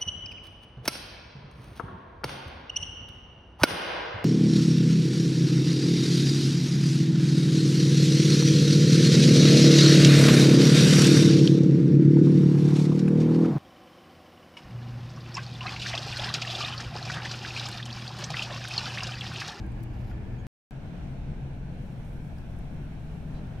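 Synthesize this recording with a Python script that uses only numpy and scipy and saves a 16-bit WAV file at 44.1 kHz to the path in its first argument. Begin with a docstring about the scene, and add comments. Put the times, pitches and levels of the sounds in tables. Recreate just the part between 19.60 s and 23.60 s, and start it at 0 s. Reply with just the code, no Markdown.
"""An open parking lot beside a highway, heard in two stretches with a short silence between them.
Distant traffic and light wind make a broadband rumble and roar. An idling engine sounds multiples
of its firing rate, and the hums of other vehicles come and go. Handling adds faint impulsive
ticks and a rustle; a soft knock rings in damped modes, and stick-slip friction gives thin, far
squeaks. A fine hiss rises in the second stretch."""
import sys
import numpy as np
from scipy import signal
from scipy.fft import rfft, irfft
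from scipy.io import wavfile
from scipy.ndimage import uniform_filter1d

SR = 44100
rng = np.random.default_rng(int(sys.argv[2]) if len(sys.argv) > 2 else 0)


def digitize_waveform(pressure):
    """Quantize a signal to 16-bit integers and store it at the path in sys.argv[1].

    Rows of a 2-D input are taken as channels; values are limited to [-1, 1].
    """
    field = np.atleast_2d(pressure).T
    bounded = np.clip(field, -1, 1)
    quanta = np.round(bounded * 32767).astype(np.int16)
    wavfile.write(sys.argv[1], SR, quanta)


N = 176400
TIME = np.arange(N) / SR
FIRST_END_S, SECOND_START_S = 0.8685, 1.109

# Spectral density of the traffic in each stretch: frequency_hz, relative_db
TRAFFIC_SPECTRUM_1 = [(6, -33.5), (15, -5.5), (48, 1.5), (86, -2), (118, -1), (132, -2), (149, -9.5),
                      (193, -7), (266, -15), (310, -15), (366, -21), (448, -21), (518, -26), (756, -23.5),
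                      (1280, -35), (1710, -32), (1970, -38.5), (2280, -34.5), (3420, -45.5), (7500, -56),
                      (15500, -65)]
TRAFFIC_SPECTRUM_2 = [(6, -26), (15, 0.5), (50, -0.5), (100, -5.5), (140, -4), (175, -7.5), (200, -10.5),
                      (235, -12.5), (285, -16.5), (335, -21.5), (370, -22.5), (436, -25.5), (489, -24.5),
                      (654, -24), (825, -27), (982, -33), (1200, -38), (1560, -33), (1920, -41),
                      (2280, -38), (4200, -48.5), (4850, -54.5), (5770, -51.5), (6490, -56.5), (9500, -60),
                      (13000, -67), (15500, -66.5)]
# Interaural level difference of the traffic in each stretch: frequency_hz, left_minus_right_db
TRAFFIC_BALANCE_1 = [(60, -1), (100, 5.5), (180, 0), (310, 4.5), (550, 9.5), (950, 2.5), (1650, -2.5),
                     (2860, -6), (4970, 1.5), (8640, 1.5), (15000, -2.5)]
TRAFFIC_BALANCE_2 = [(60, .9), (160, 2.2), (270, 3.5), (450, 5.5), (740, 3.5), (1220, 1.5), (2010, -5),
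                     (3330, -.5), (5500, 3), (9080, -.3), (15000, 0)]
# Interaural coherence of the traffic: frequency_hz, coherence_ratio
TRAFFIC_COHERENCE = [(30, 0.98), (130, 0.92), (300, 0.73), (700, .7), (1200, 0.18), (2200, .15),
                     (4000, .05), (8000, 0.067), (14000, .3)]
# Swell of the traffic in the second stretch: time_s, rumble_gain_db, roar_gain_db
TRAFFIC_SWELL = [(1.1, -3, 0), (1.4, -0.5, 0.5), (1.8, 0, -0.3), (2.25, -3, -0.3), (2.7, 0.5, -1),
                 (3.1, -1, -0.3), (3.5, -1.5, 0), (3.75, -0.5, 0), (4, -2.5, -0.3)]
# Partials of the idling engine in each stretch: firing_rate_multiple, level_db
IDLE_ORDERS_1 = [(1, -43.5), (1.5, -48), (4.5, -50), (5.5, -56)]
IDLE_ORDERS_2 = [(1, -49.5), (2, -53), (3, -50.5), (4, -50.5), (5, -53), (6, -61), (7, -63), (8, -67),
                 (10, -68)]
# Gain on those partials in the second stretch: time_s, gain_db
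IDLE_GAIN = [(1.1, -3), (1.6, 0), (2.7, 0), (3.3, -4), (4, -5)]
# Hums of other vehicles in each stretch: start_s, end_s, fade_s, pitch_hz, level_db
HUMS_1 = [(-.3, 1.2, .2, 120, -40.3), (0, 1.2, .25, 96, -46.5), (-.3, .36, .15, 332, -51),
          (-.3, .45, .15, 299, -56), (.42, .7, .12, 326, -53)]
HUMS_2 = [(.3, 2.9, .8, 136.5, -42.5), (1.6, 4.6, .6, 120, -50.5), (2, 5.6, 1.5, 151.5, -43.5),
          (3.5, 4.2, .12, 255, -52), (3.2, 4.2, .25, 425, -63.5)]
# Resonances of the knocked body: frequency_hz, relative_db
KNOCK_RESONANCES = [(780, 0), (1130, -3), (1450, 4), (1620, -2), (1900, -3)]
# Handling impulses: start_s, relative_db, pitch_hz, pan_db, snap_to_ring_ratio
TICK_EVENTS = [(.0635, -58, 8800, 4, 1.2), (.1195, -57, 8200, 2, .6), (.231, -49.5, 15000, 3, 1.2),
               (.236, -49, 9500, 5, 2.5), (.240, -60, 13000, 3, 1.5), (2.784, -53, 4800, -1.5, .7),
               (2.987, -54, 10000, -2, 1)]
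# Friction notes: start_s, length_s, pitch_hz, level_db, octave_relative_db, scrape_relative_db
SQUEAK_EVENTS = [(.028, .075, 1605, -59.5, -25, -20), (.163, .07, 1680, -59.5, -25, -7),
                 (.53, .11, 1750, -66, -30, -20), (.66, .11, 1745, -65, -30, -25),
                 (.81, .1, 1735, -64.5, -30, -25), (.52, .06, 3245, -72, -20, -20),
                 (.63, .06, 3240, -72, -20, -20), (.783, .06, 3270, -71, -25, -20),
                 (.782, .055, 6600, -69.5, -30, -8), (3.739, .085, 3960, -69.5, -25, 4.5)]
# Spectral densities of the rustle and the hiss: frequency_hz, relative_db
RUSTLE_SPECTRUM = [(2000, 11.5), (4800, 12.5), (7000, 3.5), (9000, -7), (11800, 7.5), (13500, -6),
                   (15500, -11)]
HISS_SPECTRUM = [(2500, -26), (5500, -1), (6700, -5.5), (9500, -1), (10600, -7), (11800, -0.5),
                 (12900, -11.5), (15000, -10.5)]
# Their envelopes: time_s, relative_db
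RUSTLE_ENVELOPE = [(0, -83), (.12, -83), (.19, -71), (.29, -79), (.34, -66.5), (.45, -65.5), (.5, -62),
                   (.515, -63), (.55, -78), (.9, -100)]
HISS_ENVELOPE = [(0, -101), (2.1, -84), (2.22, -76), (2.5, -73), (2.85, -76), (3.3, -77.5), (3.6, -76),
                 (4, -80)]


def traffic(spectrum, balance, swell=None, patch_db=.84, flutter_db=.5, left_lead_s=.00006):
    """Incoherent sources sum to rumble and tyre roar; long waves reach both ears nearly alike."""
    frame, hop = 2048, 512
    hz, t = np.fft.rfftfreq(frame, 1 / SR), np.arange(N // hop + 5) * hop / SR
    left_re, left_im, diffuse_re, diffuse_im, patches = rng.standard_normal((5, len(t), len(hz)))
    # The level drifts in patches of time and frequency, and flutters as a whole.
    patches = uniform_filter1d(patches, size=9, axis=0)
    patches = unit(uniform_filter1d(patches, size=14, axis=1))
    flutter = unit(uniform_filter1d(rng.standard_normal(len(t)), size=7))[:, None]
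    field_db = over_hz(spectrum, hz) + patch_db * patches + flutter_db * flutter
    if swell:
        rumble_db, roar_db = over_time(swell, t[:, None])
        bass_share = 1 / (1 + (hz / 140) ** 4)  # rumble gives way to roar at 140 Hz
        field_db = field_db + bass_share * rumble_db + (1 - bass_share) * roar_db
    coherence = over_hz(TRAFFIC_COHERENCE, hz)
    left = left_re + 1j * left_im
    right = coherence * left + np.sqrt(1 - coherence ** 2) * (diffuse_re + 1j * diffuse_im)
    right *= np.exp(-2j * np.pi * hz * left_lead_s)
    gain = amp(field_db) * pan(over_hz(balance, hz))[:, None] / np.sqrt(1 + coherence)
    spectra = (np.array([left, right]) * gain).swapaxes(1, 2)
    _, sound = signal.istft(spectra, nperseg=frame, noverlap=frame - hop)
    return unit(sound[:, :N])


def idling_engine(orders, firing_hz=43.6):
    """Periodic firing gives a line spectrum whose orders all follow one slightly unsteady rate."""
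    wander = .3 * drift(rate_hz=2.9)
    return sum(exhaust_tone(order * firing_hz, db, order * wander) for order, db in orders)


def vehicle_hums(hums):
    """Exhaust tones of single vehicles superpose, each swelling out of the traffic and sinking back."""
    out = np.zeros((2, N))
    for start, end, fade, hz, db in hums:
        envelope = np.clip(np.minimum(TIME - start, end - TIME) / fade, 0, 1)
        out += exhaust_tone(hz, db, drift(rate_hz=6)) * envelope
    return out


def exhaust_tone(hz, db, wander, hz_per_wander=1.2, waver_db=2.1):
    """An exhaust tone wavers on its way through the air: frequency and amplitude modulation."""
    cycles = np.cumsum(hz + hz_per_wander * wander) / SR
    waver = amp(waver_db * drift(rate_hz=7.8))
    tone = np.sin(2 * np.pi * (cycles + rng.random()))
    return pan(db=1.4) * amp(db) * unit(waver * tone)


def knock(start_s=.5125, level_db=-46, rise_s=.0005, decay_s=.0055):
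    """A soft impact excites quickly damped normal modes, with a short scuff of contact noise."""
    out, t = np.zeros((2, N)), TIME[:2048]
    body = unit(sum(amp(db) * np.sin(2 * np.pi * hz * t) for hz, db in KNOCK_RESONANCES))
    scuff = amp(-4) * resonant_noise(hz=1400, width_hz=1400, size=len(t))
    envelope = np.minimum(t / rise_s, 1) * np.exp(-t / decay_s)
    add(out, start_s, pan(db=1) * amp(level_db) * unit(body + scuff) * envelope)
    return out


def handling_ticks(gain_db=-1, decay_s=.0024, snap_corner_hz=4000):
    """A brief impulse has a broad spectrum: each tick is a bright snap with a heavily damped ring."""
    out, t = np.zeros((2, N)), TIME[:1024]
    for start, db, hz, pan_db, snap_ratio in TICK_EVENTS:
        snap = noise(lambda f: f ** 2 / (f ** 2 + snap_corner_hz ** 2), len(t))
        ring = resonant_noise(hz, width_hz=1200, size=len(t))
        tick = unit(ring + snap_ratio * snap) * np.exp(-t / decay_s)
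        add(out, start, pan(pan_db) * amp(db + gain_db) * tick)
    return out


def squeaks(rise_s=.008, fall_s=.05, jitter=.006, flutter_db=2):
    """Stick-slip oscillation, as of brakes or springs, gives a thin tone, its octave and a scrape."""
    out = np.zeros((2, N))
    ear_phase_cycles = np.array([[0], [.15]])
    for start, length, hz, db, octave_db, scrape_db in SQUEAK_EVENTS:
        n = int(length * SR)
        t = TIME[:n]
        pitch_hz = hz * (1 + jitter * drift(rate_hz=110)[:n])
        phase = 2 * np.pi * (np.cumsum(pitch_hz) / SR + ear_phase_cycles)
        tone = unit(np.sin(phase)) + amp(octave_db) * unit(np.sin(2 * phase))
        flutter = unit(amp(flutter_db * drift(rate_hz=16)[:n]))
        scrape = amp(scrape_db) * resonant_noise(hz, width_hz=2400, size=n)
        envelope = np.minimum(t / rise_s, 1) * np.minimum((length - t) / fall_s, 1)
        add(out, start, amp(db) * (tone * flutter + scrape) * envelope)
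    return out


def treble_noise(spectrum, envelope, crossfeed, grain_db):
    """Random amplitude modulation gives noise above 1500 Hz the grain of a rustle or a fine hiss."""
    band = noise(lambda f: amp(over_hz(spectrum, f)) * (f > 1500), N)
    grain = amp(grain_db * drift(rate_hz=78))
    return unit((band + crossfeed * band[::-1]) * grain) * amp(over_time(envelope, TIME)[0])


def noise(gain, size, channels=2):
    """Linear filtering gives white noise the spectral shape gain(hz)."""
    white = rfft(rng.standard_normal((channels, size)))
    return unit(irfft(white * gain(np.fft.rfftfreq(size, 1 / SR)), size))


def resonant_noise(hz, width_hz, size):
    """A resonance selects the noise near its natural frequency."""
    return noise(lambda f: 1 / (1 + (2 * (f - hz) / width_hz) ** 2), size)


def drift(rate_hz):
    """Low-pass filtering turns noise into smooth random motion."""
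    return noise(lambda f: np.exp(-(f / rate_hz) ** 2), N, channels=1)[0]


def amp(db):
    """Decibels to amplitude ratio."""
    return 10 ** (np.asarray(db) / 20)


def unit(x):
    """Normalisation to rms 1."""
    return x / np.sqrt(np.mean(x ** 2) + 1e-20)


def over_hz(points, hz):
    """Interpolation on a log-frequency axis."""
    f, value = np.transpose(points)
    return np.interp(np.log(hz + 1), np.log(f + 1), value)


def over_time(rows, t):
    """Linear interpolation of each column at times t."""
    times, *columns = np.transpose(rows)
    return [np.interp(t, times, column) for column in columns]


def pan(db):
    """Left and right gains for an interaural level difference."""
    return np.array([amp(db / 2), amp(-db / 2)]).reshape(2, -1)


def add(mix, start_s, sound):
    """Superposition of a stereo sound on the mix."""
    part = mix[:, max(round(start_s * SR), 0):][:, :sound.shape[1]]
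    part += sound[:, :part.shape[1]]


def scene():
    """Pressures add: each stretch has its own traffic, engine and hums, with the small sounds on top."""
    first = amp(-37) * traffic(TRAFFIC_SPECTRUM_1, TRAFFIC_BALANCE_1)
    first += idling_engine(IDLE_ORDERS_1) + vehicle_hums(HUMS_1)
    second = amp(-37.5) * traffic(TRAFFIC_SPECTRUM_2, TRAFFIC_BALANCE_2, TRAFFIC_SWELL)
    second += idling_engine(IDLE_ORDERS_2) * amp(over_time(IDLE_GAIN, TIME)[0])
    second += vehicle_hums(HUMS_2)
    vehicles = np.where(TIME < SECOND_START_S, first, second)
    rustle = amp(-2) * treble_noise(RUSTLE_SPECTRUM, RUSTLE_ENVELOPE, crossfeed=.45, grain_db=3.5)
    hiss = treble_noise(HISS_SPECTRUM, HISS_ENVELOPE, crossfeed=.38, grain_db=1.5)
    return vehicles + rustle + hiss + handling_ticks() + knock() + squeaks()


def record(dry):
    """A gate silences the gap between the stretches; a low-pass filter limits the band to 15.7 kHz."""
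    gate = (TIME < FIRST_END_S) | (TIME >= SECOND_START_S)
    low_pass = signal.firwin(511, 15700, window=("kaiser", 9), fs=SR)
    return signal.oaconvolve(dry * gate, low_pass[None], "same")


dry = scene()
out = record(dry)
digitize_waveform(out)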